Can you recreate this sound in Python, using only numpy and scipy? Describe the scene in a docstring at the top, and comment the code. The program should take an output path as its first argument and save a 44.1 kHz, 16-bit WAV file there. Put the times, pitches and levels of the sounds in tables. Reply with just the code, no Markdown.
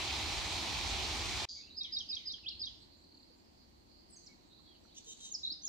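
"""A near songbird, right of centre, repeats a four-part phrase of bending whistles in a quiet wood.
Before it a distant waterfall rushes (banded noise and pool booms) until a cut and a short near-silence.
A tit gives nasal two-voice calls, far birds whistle in short glides and trill in falling chips.
An insect chorus rasps near 4.4 kHz as narrow noise; small knocks ring and wind gusts reach the microphone.
The trees scatter every bird note into early echoes and a short, smeared noise tail."""
import sys
import numpy as np
from scipy import signal
from scipy.fft import rfft, irfft, next_fast_len
from scipy.io import wavfile
from scipy.ndimage import uniform_filter1d, map_coordinates

SR = 44100
rng = np.random.default_rng(int(sys.argv[2]) if len(sys.argv) > 2 else 0)


def file_out(sig):
    """Save sig as 16-bit WAV at sys.argv[1]."""
    # one column per channel
    cols = np.atleast_2d(sig).T
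    # limit, then scale
    lim = np.clip(cols, -1, 1)
    pcm = np.round(lim * 32767).astype(np.int16)
    wavfile.write(sys.argv[1], SR, pcm)


N = 250488
T = np.arange(N) / SR

# the falls stop at the cut, stay faintly audible, and the wood opens
CUT_S, WOOD_S, SILENCE_DB = 1.4545, 1.4865, -38
CUTOFF_HZ = 15900  # where the top of the microphone channel is fully cut

# Far noise of the wood: traffic, leaves and microphone hiss (pitch_hz, relative_level_db per Hz)
AIR_SPECTRUM = [(18, -28.5), (30, -7), (80, -5), (130, -13), (200, -5), (340, -5), (420, -14), (900, -15.5),
                (1350, -24.5), (3200, -25.5), (5900, -28.5), (7600, -31.5), (9500, -41.5), (15500, -37)]
# Left-right likeness of that noise (pitch_hz, likeness -1 to 1)
AIR_LIKENESS = [(60, .77), (130, .53), (290, .23), (640, -.37), (1410, -.4), (3100, -.15), (6820, -.05),
                (15000, 0)]
# Its balance (pitch_hz, left_minus_right_db)
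AIR_BALANCE = [(60, 3), (200, 1.5), (700, -.4), (2380, -2.5), (4400, -4), (8120, -.6)]
AIR_DB = -66.5
# Gusts of wind on the microphone (peak_s, level_db)
GUSTS = [(1.55, -68.5), (2.03, -70), (2.7, -61.5), (3.8, -70), (4.59, -74), (4.98, -78.5), (5.36, -87)]
GUST_RISE_DB_PER_S, GUST_FALL_DB_PER_S = 32.5, 44

# Insect chorus, joined up between rows (time_s, centre_hz, level_db)
INSECT_CHORUS = [(1.49, 4270, -61), (2.85, 4280, -67.5), (3.25, 4396, -69), (3.5, 4560, -70.5),
                 (3.75, 4340, -73), (4.15, 4640, -67), (4.42, 4210, -72), (4.6, 4170, -67),
                 (4.85, 4340, -70.5), (5.68, 4370, -67)]
# Small knocks in the undergrowth (start_s, pitch_hz, level_db, t60_s)
KNOCKS = [(2.384, 1780, -57, 0.007), (3.30, 491, -63.5, 0.12), (4.595, 1086, -66, .05),
          (4.852, 1360, -62, 0.023), (5.07, 468, -62.5, 0.19), (5.515, 300, -53.5, 0.084)]

# Distant rushing water (pitch_hz, relative_level_db per Hz)
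FALLS_SPECTRUM = [(18, -31), (30, -57), (66, 3.5), (90, -4), (152, -14.5), (369, -9.5), (505, -19.5),
                  (808, -8), (1640, -18), (2420, -9), (2760, -11), (4090, -9.5), (7080, -18.5),
                  (11300, -37), (15500, -38.5)]
# Left-right likeness of the water (pitch_hz, likeness -1 to 1)
FALLS_LIKENESS = [(30, .4), (60, .58), (130, .87), (290, .85), (520, .72), (860, .85), (1400, .1),
                  (2300, .62), (2950, .15), (4200, .6), (5800, .5), (7300, .1), (9500, .48), (13000, .1)]
# Its balance (pitch_hz, left_minus_right_db)
FALLS_BALANCE = [(30, -2.5), (130, 0), (3000, 0), (4050, -6.5), (5300, -.5), (7100, 2), (8600, -4.5),
                 (10500, -1.2)]
RUSH_DB = -39
# Plunge-pool booms (pitch_hz, width_hz, relative_level_db)
POOL_BOOMS = [(52.7, 15.5, 1), (80.7, 23, -3), (97, 9.8, -8)]
# Surges of the pool, slow to build and fast to drop (peak_s, level_db)
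SURGES = [(0.39, -45), (0.93, -43), (1.21, -55), (1.43, -50.5)]
SURGE_RISE_DB_PER_S, SURGE_FALL_DB_PER_S = 48, 132

# Resonances of the scattered song (pitch_hz, width_hz, relative_level_db)
BLUR_BANDS = [(4750, 500, 0), (6300, 1200, -10), (3500, 500, -18)]
BLUR_DB, BLUR_SAG_DB_PER_S = -46, 33  # level before the band filter, and its sag as the wood opens
BLUR_END_S, BLUR_FADE_DB_PER_S = 1.598, 145  # from here this fade adds to the sag
TREES_T60_S, TREES_DB, ECHO_DB = .55, -8.5, -5

# A far trill of quick falling chips; each gap is longer than the last by GAP_GROWS_S
TRILL_S, CHIP_GAP_S, GAP_GROWS_S, CHIPS = 2.896, .0232, .00036, 14
CHIP_HZ, CHIP_END_HZ, CHIP_S = 4750, 3950, .013
CHIP_DB, CHIP_SWELL_DB, CHIP_SCATTER_DB = -75, 1.05, 3  # first chip, rise per chip, random spread

# Far whistles (start_s, end_s, start_hz, end_hz, level_db, share hidden by leaves 0-1)
FAR_WHISTLES = [(1.55, 1.63, 2247, 2230, -66, .3), (1.604, 1.635, 3780, 3400, -59, .3),
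                (1.615, 1.649, 2585, 2600, -64, .7), (1.668, 1.70, 2672, 2860, -60, .4),
                (1.70, 1.745, 3800, 4150, -55, .25), (1.742, 1.762, 4300, 4750, -56, .3),
                (1.80, 1.917, 2680, 1970, -62, .85), (2.09, 2.13, 2670, 2400, -61, .8),
                (2.13, 2.274, 2600, 1963, -61, .85), (2.785, 2.86, 7600, 8000, -78, .4),
                (2.955, 3.042, 7050, 7850, -78, .4), (3.14, 3.245, 6900, 7800, -78, .4),
                (3.227, 3.262, 4730, 5000, -71, .6), (3.335, 3.43, 6900, 7700, -79, .4),
                (3.41, 3.46, 4500, 5270, -76, .8), (3.548, 3.615, 4700, 5400, -76, .8),
                (4.088, 4.13, 8580, 8170, -64, .5), (4.112, 4.153, 5270, 5160, -72, .8),
                (4.12, 4.15, 7900, 7650, -57, .35), (4.158, 4.182, 6700, 6000, -54, .3),
                (4.235, 4.276, 7050, 7420, -65, .6), (4.257, 4.284, 6700, 3700, -54, .1),
                (4.282, 4.335, 2260, 2200, -69, .15), (4.445, 4.50, 7300, 7800, -78, .5),
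                (4.505, 4.55, 3600, 4050, -65, .4), (4.61, 4.655, 7300, 7750, -78, .5),
                (4.658, 4.744, 3420, 3200, -68, .15), (4.742, 4.765, 2990, 2930, -68, .2),
                (4.79, 4.847, 7450, 7750, -78, .5), (4.825, 4.874, 5860, 5930, -74, .5),
                (4.888, 4.963, 2860, 4700, -69, .5), (5.636, 5.664, 3300, 3540, -62, .5)]
FAR_LAG_SPREAD_S = .00004  # far birds sit a little to either side

# Nasal calls, both halves of the voice box at once
# (start_s, hoarse_lead_s, clear_part_s, low_voice_hz, high_voice_hz, glide_pitch_share, level_db)
NASAL_CALLS = [(4.945, 0.0218, 0.027, 2863, 3463, 0.046, -55),
               (5.04, 0.029, 0.068, 3108, 3730, -0.016, -55), (5.166, .048, .082, 3130, 3802, -.025, -55.5)]
# Tones made as the two voices modulate each other (low_voice_multiple, high_voice_multiple)
VOICE_MIXES = [(1, 0), (0, 1), (2, 0), (1, 1), (0, 2), (-1, 3), (3, 0), (2, 1), (1, 2), (4, 0), (3, 1),
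               (2, 2), (0, 3), (-1, 2), (3, -1)]
# Level of each of those tones against the call (level_db)
VOICE_MIX_DB = [-4.5, 1.5, 0.5, 0, -4.5, -11.5, -21, -26, -34, -30, -32.5, -34, -41, -25, -6]
LEAD_PITCH_SHARE, CALL_BOW = 1.05, .0113  # starting pitch factor; upward arch as a pitch share
LEAD_DB, CLEAR_EDGE_DB = -19, -7  # against the middle of the clear part
MID_HOARSE, END_HOARSE = .05, .22  # hoarse share 0-1

# One songbird phrase: arch, scoop, upward flick, falling end
# (start_s within phrase, length_s, start_hz, middle_hz, end_hz, relative_level_db, peak_share of length)
# start_s and length_s are stretched by the length factor of each phrase
PHRASE_PARTS = [(.002, .044, 4650, 5050, 4200, 0, .6), (.045, .022, 4050, 3760, 3950, 0, .5),
                (.065, .014, 3950, 4750, 6800, -4, .5), (.082, .024, 3650, 3270, 3080, -5, .4)]
# Each phrase (start_s, level_db, length_factor)
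PHRASES = [(1.761, -39, .98), (1.918, -35.5, 0.95), (2.083, -37, 0.94), (2.250, -39.5, .99),
           (2.590, -38, 0.91)]
# Other syllables of the songbird
# (start_s, length_s, start_hz, middle_hz, end_hz, level_db, peak_share of length)
OTHER_SYLLABLES = [(2.427, .032, 3230, 2630, 2600, -57.5, .7), (2.459, 0.018, 2716, 3295, 3390, -36, 1),
                   (2.477, 0.017, 3530, 4000, 5730, -36, 0.19),
                   (2.497, 0.03, 3534, 2955, 2860, -45.5, 0.11),
                   (5.300, 0.03, 6050, 6380, 6890, -42.5, 0.9), (5.332, 0.033, 6840, 5300, 4240, -40, 0.62),
                   (5.430, .028, 3645, 4017, 3610, -32.5, 0.78), (5.459, .025, 3592, 3994, 3940, -35, 0.67),
                   (5.483, 0.048, 3945, 4333, 5310, -36, .8), (5.617, 0.046, 5880, 6380, 6930, -41.5, 1),
                   (5.660, .034, 6883, 5690, 4252, -39, 0.6)]
SINGER_LAG_S, SINGER_PAN_DB = .000372, -2.3  # to the right: left channel later and softer
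SYLLABLE_START_DB, SYLLABLE_END_DB = 17, 10  # depth of start and end under the loudest point


def amp(db):
    """Gain of a level in dB."""
    return 10 ** (np.asarray(db) / 20)


def unit(x):
    """Scaled to rms 1."""
    return x / np.sqrt(np.mean(x ** 2) + 1e-20)


def columns(rows, t=T):
    """Each column of a curve table at times t."""
    s, *rest = np.transpose(rows)
    return [np.interp(t, s, c) for c in rest]


def at_hz(points, hz):
    """Spectrum value on a log-frequency axis."""
    f, v = np.transpose(points)
    return np.interp(np.log(hz), np.log(f), v)


def drift(rate, size=N):
    """Random wander with this many turns a second (at most 1500), spread about 1."""
    knots = rng.standard_normal(9000)
    position = 3 + np.arange(size) / SR * min(rate, 1500)
    return map_coordinates(knots, [position], order=1) * np.sqrt(1.5)


def swells(rows, rise_db_per_s, fall_db_per_s):
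    """Gain that climbs to each peak and drops from it at steady rates."""
    gain = 0
    for s, db in rows:
        slope = np.where(T < s, rise_db_per_s, fall_db_per_s)
        gain = gain + amp(db - slope * abs(T - s))
    return gain


def resonate(x, hz, width):
    """Two-pole resonance of gain 1."""
    r = np.exp(-np.pi * width / SR)
    feedback = [1, -2 * r * np.cos(2 * np.pi * hz / SR), r * r]
    return signal.lfilter([(1 - r * r) / 2, 0, (r * r - 1) / 2], feedback, x)


def booms(modes):
    """Noise in a few steep resonances, partly separate in each channel."""
    common, own = rng.standard_normal(N), rng.standard_normal((2, N))
    noise, total = common + .72 * own, 0
    for hz, width, db in modes:
        ringing = resonate(resonate(noise, hz, width), hz, width)
        total = total + amp(db) * unit(ringing)
    return unit(total)


def wash(source, spectrum, alike, pan, shared_db, own_db):
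    """Colours two unrelated noises into a stereo field whose half-octave bands swell together and alone."""
    size = source.shape[1]
    hz = np.maximum(np.fft.rfftfreq(size, 1 / SR), 1)
    likeness = np.clip(at_hz(alike, hz), -.99, .99)
    mid, side = rfft(source) * amp(at_hz(spectrum, hz)) * np.sqrt([1 + likeness, 1 - likeness])
    pair = np.array([mid + side, mid - side]) * amp(np.outer([.5, -.5], at_hz(pan, hz)))
    band = np.clip(2 * np.log2(hz / 30), 0, 18)
    out, shared = 0, drift(5, size)
    for k in range(19):
        own = drift(9, size) + drift(40, size)
        overlap = np.maximum(0, 1 - abs(band - k))
        out = out + amp(shared_db * shared + own_db * own) * irfft(pair * overlap, size)
    return out / np.sqrt(np.mean(out.mean(axis=0) ** 2))


def add(out, start_s, hz_of, gain_of_t, length_s, lag_s, pan_db):
    """Adds a gliding sine with soft ends to both channels, the left one late by lag_s."""
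    first = int(start_s * SR) - 40
    t = np.arange(first, min(first + int(length_s * SR) + 80, N)) / SR
    turns = np.cumsum(hz_of(t)) / SR + rng.random()
    for side, sign in enumerate([.5, -.5]):
        late = t - sign * lag_s
        ends = np.clip(np.minimum(late - start_s, start_s + length_s - late) / .002, 0, 1)
        wave = np.sin(2 * np.pi * np.interp(late, t, turns))
        gain = np.sqrt(2) * amp(sign * pan_db) * gain_of_t(late)  # root 2 makes the level an rms
        out[side, first:first + len(t)] += gain * ends * wave


def roughen(x, share, rate):
    """Swaps a share of a tone's steady strength for signed flutter, which smears its line."""
    share = np.clip(share, 0, 1)
    return x * (np.sqrt(1 - share) + np.sqrt(share) * drift(rate))


def air():
    """Far noise of the wood as a wide wash, with low lumps of wind as resonant noise."""
    noise = rng.standard_normal((2, next_fast_len(N)))
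    still = wash(noise, AIR_SPECTRUM, AIR_LIKENESS, AIR_BALANCE, shared_db=.3, own_db=.6)[:, :N]
    gusts = swells(GUSTS, GUST_RISE_DB_PER_S, GUST_FALL_DB_PER_S)
    wind = gusts * booms([(65, 49, 0)])
    return amp(AIR_DB) * still + wind * amp([[1.5], [-1.5]])


def trees(x):
    """Near branches give early echoes; moving leaves smear the dense dying tail of the wood."""
    t = T[:int(.6 * SR)]
    shape = (2, len(t))
    tail = rng.standard_normal(shape) * amp(-60 * t / TREES_T60_S) * np.clip(t / .028, 0, 1)
    strengths = rng.standard_normal(shape)
    sparse = rng.random(shape) < 1500 / SR  # about 1500 echoes a second
    early = strengths * sparse * np.exp(-t / .022) * (t > .001)
    out = 0
    for sent, reply, db in [(x, early, ECHO_DB), (roughen(x, .9, 800), tail, TREES_DB)]:
        reply = unit(reply) / np.sqrt(len(t))
        out = out + amp(db) * signal.fftconvolve(sent, reply, axes=1)[:, :N]
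    return out


def waterfall():
    """Dense splashes merge into a distant rush, over resonant pool booms that surge."""
    size = next_fast_len(int(1.5 * SR))
    splashes = rng.standard_normal((2, size)) * amp(.46 * drift(250, size))
    rush = np.zeros((2, N))
    rush[:, :size] = wash(splashes, FALLS_SPECTRUM, FALLS_LIKENESS, FALLS_BALANCE,
                          shared_db=0, own_db=.68)
    surges = swells(SURGES, SURGE_RISE_DB_PER_S, SURGE_FALL_DB_PER_S)
    return amp(RUSH_DB) * rush + surges * booms(POOL_BOOMS) * amp([[-1.2], [1.2]])


def insects():
    """Slow noise carried on a wandering centre pitch makes a narrow grainy rasp."""
    hz, db = columns(INSECT_CHORUS)
    lowpass = signal.butter(3, 380, fs=SR, output="sos")
    noise = signal.sosfilt(lowpass, rng.standard_normal((2, 2, N)))
    turn = 2 * np.pi * np.cumsum(hz) / SR
    rasp = unit(noise[0] * np.cos(turn) + noise[1] * np.sin(turn))
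    return amp(db + 2.3 * drift(35)) * rasp * amp([[-3], [3]])


def knocks():
    """Each knock sets one mode ringing, a sine that dies away exponentially."""
    out = np.zeros(N)
    for s, hz, db, t60 in KNOCKS:
        t = np.maximum(T - s, 0)
        out += amp(db - 60 * t / t60) * np.sin(2 * np.pi * hz * t)
    return out


def blurred_song():
    """Only the scattered sound of a finished song arrives: rough bands that fade, held to the song's range."""
    band = signal.butter(6, [3000, 7100], "band", fs=SR, output="sos")
    noise = signal.sosfilt(band, booms(BLUR_BANDS))
    sag = BLUR_SAG_DB_PER_S * (T - WOOD_S)
    fade = BLUR_FADE_DB_PER_S * np.maximum(T - BLUR_END_S, 0)
    return amp(BLUR_DB - sag - fade) * noise


def trill():
    """Each chip is a fast falling sine; the gaps lengthen and the chips tend to grow louder."""
    out = np.zeros((2, N))
    for k, chance in enumerate(rng.standard_normal(CHIPS)):
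        s = TRILL_S + CHIP_GAP_S * k + GAP_GROWS_S * k * k / 2 - .003
        db = CHIP_DB + CHIP_SWELL_DB * k + CHIP_SCATTER_DB * chance
        add(out, s, lambda t: np.interp(t, [s, s + CHIP_S], [CHIP_HZ, CHIP_END_HZ]),
            lambda t: amp(db), CHIP_S, -.0002, -4)
    return out


def far_birds():
    """Straight glides under an arch; leaves break them up and hide part of the direct sound only."""
    out, hidden = np.zeros((2, N)), np.zeros(N)
    sides = rng.uniform(-1, 1, len(FAR_WHISTLES))
    for (s, end, hz, end_hz, db, share), side in zip(FAR_WHISTLES, sides):
        def arch(t):
            return amp(db) * np.sin(np.pi * np.clip((t - s) / (end - s), 0, 1)) ** .4
        add(out, s, lambda t: np.interp(t, [s, end], [hz, end_hz]), arch,
            end - s, side * FAR_LAG_SPREAD_S, -2.5)
        hidden = np.where((T >= s) & (T < end), share, hidden)
    hidden = uniform_filter1d(hidden, size=200)
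    sent = roughen(out, hidden, 450)
    return (1 - hidden) * sent, sent


def tit():
    """Two voices and their mixing tones; each call slides down hoarsely, clears, glides and frays."""
    out, hoarse = np.zeros((2, N)), np.zeros(N)
    for start, lead, clear, low, high, glide, db in NASAL_CALLS:
        s = start + np.array([0, lead, lead + clear / 2, lead + clear])
        pitch = [LEAD_PITCH_SHARE, 1, 1 + glide / 2 + CALL_BOW, 1 + glide]
        level = db + np.array([LEAD_DB, CLEAR_EDGE_DB, 0, CLEAR_EDGE_DB])
        hoarse_times = [start, s[1] - .006, s[1] + .0053, s[2], s[3]]
        hoarse_shares = [1, 1, MID_HOARSE, MID_HOARSE, END_HOARSE]
        hoarse += np.interp(T, hoarse_times, hoarse_shares, left=0, right=0)
        for (m, n), mix_db in zip(VOICE_MIXES, VOICE_MIX_DB):
            add(out, start, lambda t: (m * low + n * high) * np.interp(t, s, pitch),
                lambda t: amp(mix_db + np.interp(t, s, level)), lead + clear, .0001, -1.5)
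    return roughen(out, hoarse, 1100)


def songbird():
    """Near pure whistles: pitch bends smoothly through three points, loudness swells to one peak."""
    out, sung = np.zeros((2, N)), []
    for s, db, stretch in PHRASES:
        for part_s, length, *hz, part_db, peak in PHRASE_PARTS:
            sung.append((s + stretch * part_s, stretch * length, *hz, db + part_db, peak))
    for s, length, *hz, db, peak in sung + list(OTHER_SYLLABLES):
        bend = np.polyfit([0, length / 2, length], hz, 2)
        top = np.clip(peak, .1, .9) * length

        def loudness(t):
            depth = np.where(t - s < top, SYLLABLE_START_DB, SYLLABLE_END_DB)
            return amp(db - depth * np.interp(t - s, [0, top, length], [1, 0, 1]) ** 2)
        add(out, s, lambda t: np.polyval(bend, np.clip(t - s, 0, length)), loudness,
            length, SINGER_LAG_S, SINGER_PAN_DB)
    return roughen(out, .1, 170)  # breath pressure wavers within a note


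def scene():
    """The falls until the cut, a hush, then the wood, whose far noise swells in."""
    clear = songbird() + tit() + trill()
    far, sent = far_birds()
    birds = clear + far + trees(clear + sent)
    swell = amp(-6 * np.exp(-np.maximum(T - WOOD_S, 0) / .075))
    wood = birds + insects() + blurred_song() + knocks() + swell * air()
    falls_on = np.maximum(np.clip((CUT_S - T) / .002, 0, 1), amp(SILENCE_DB) * (T < WOOD_S))
    wood_on = np.clip((T - WOOD_S) / .004, 0, 1)
    return waterfall() * falls_on + wood * wood_on


def record(dry):
    """A steep low-pass takes off the top, 60 dB down from the cutoff upward."""
    return signal.sosfilt(signal.cheby2(22, 60, CUTOFF_HZ, fs=SR, output="sos"), dry)


dry = scene()
out = record(dry)
file_out(out)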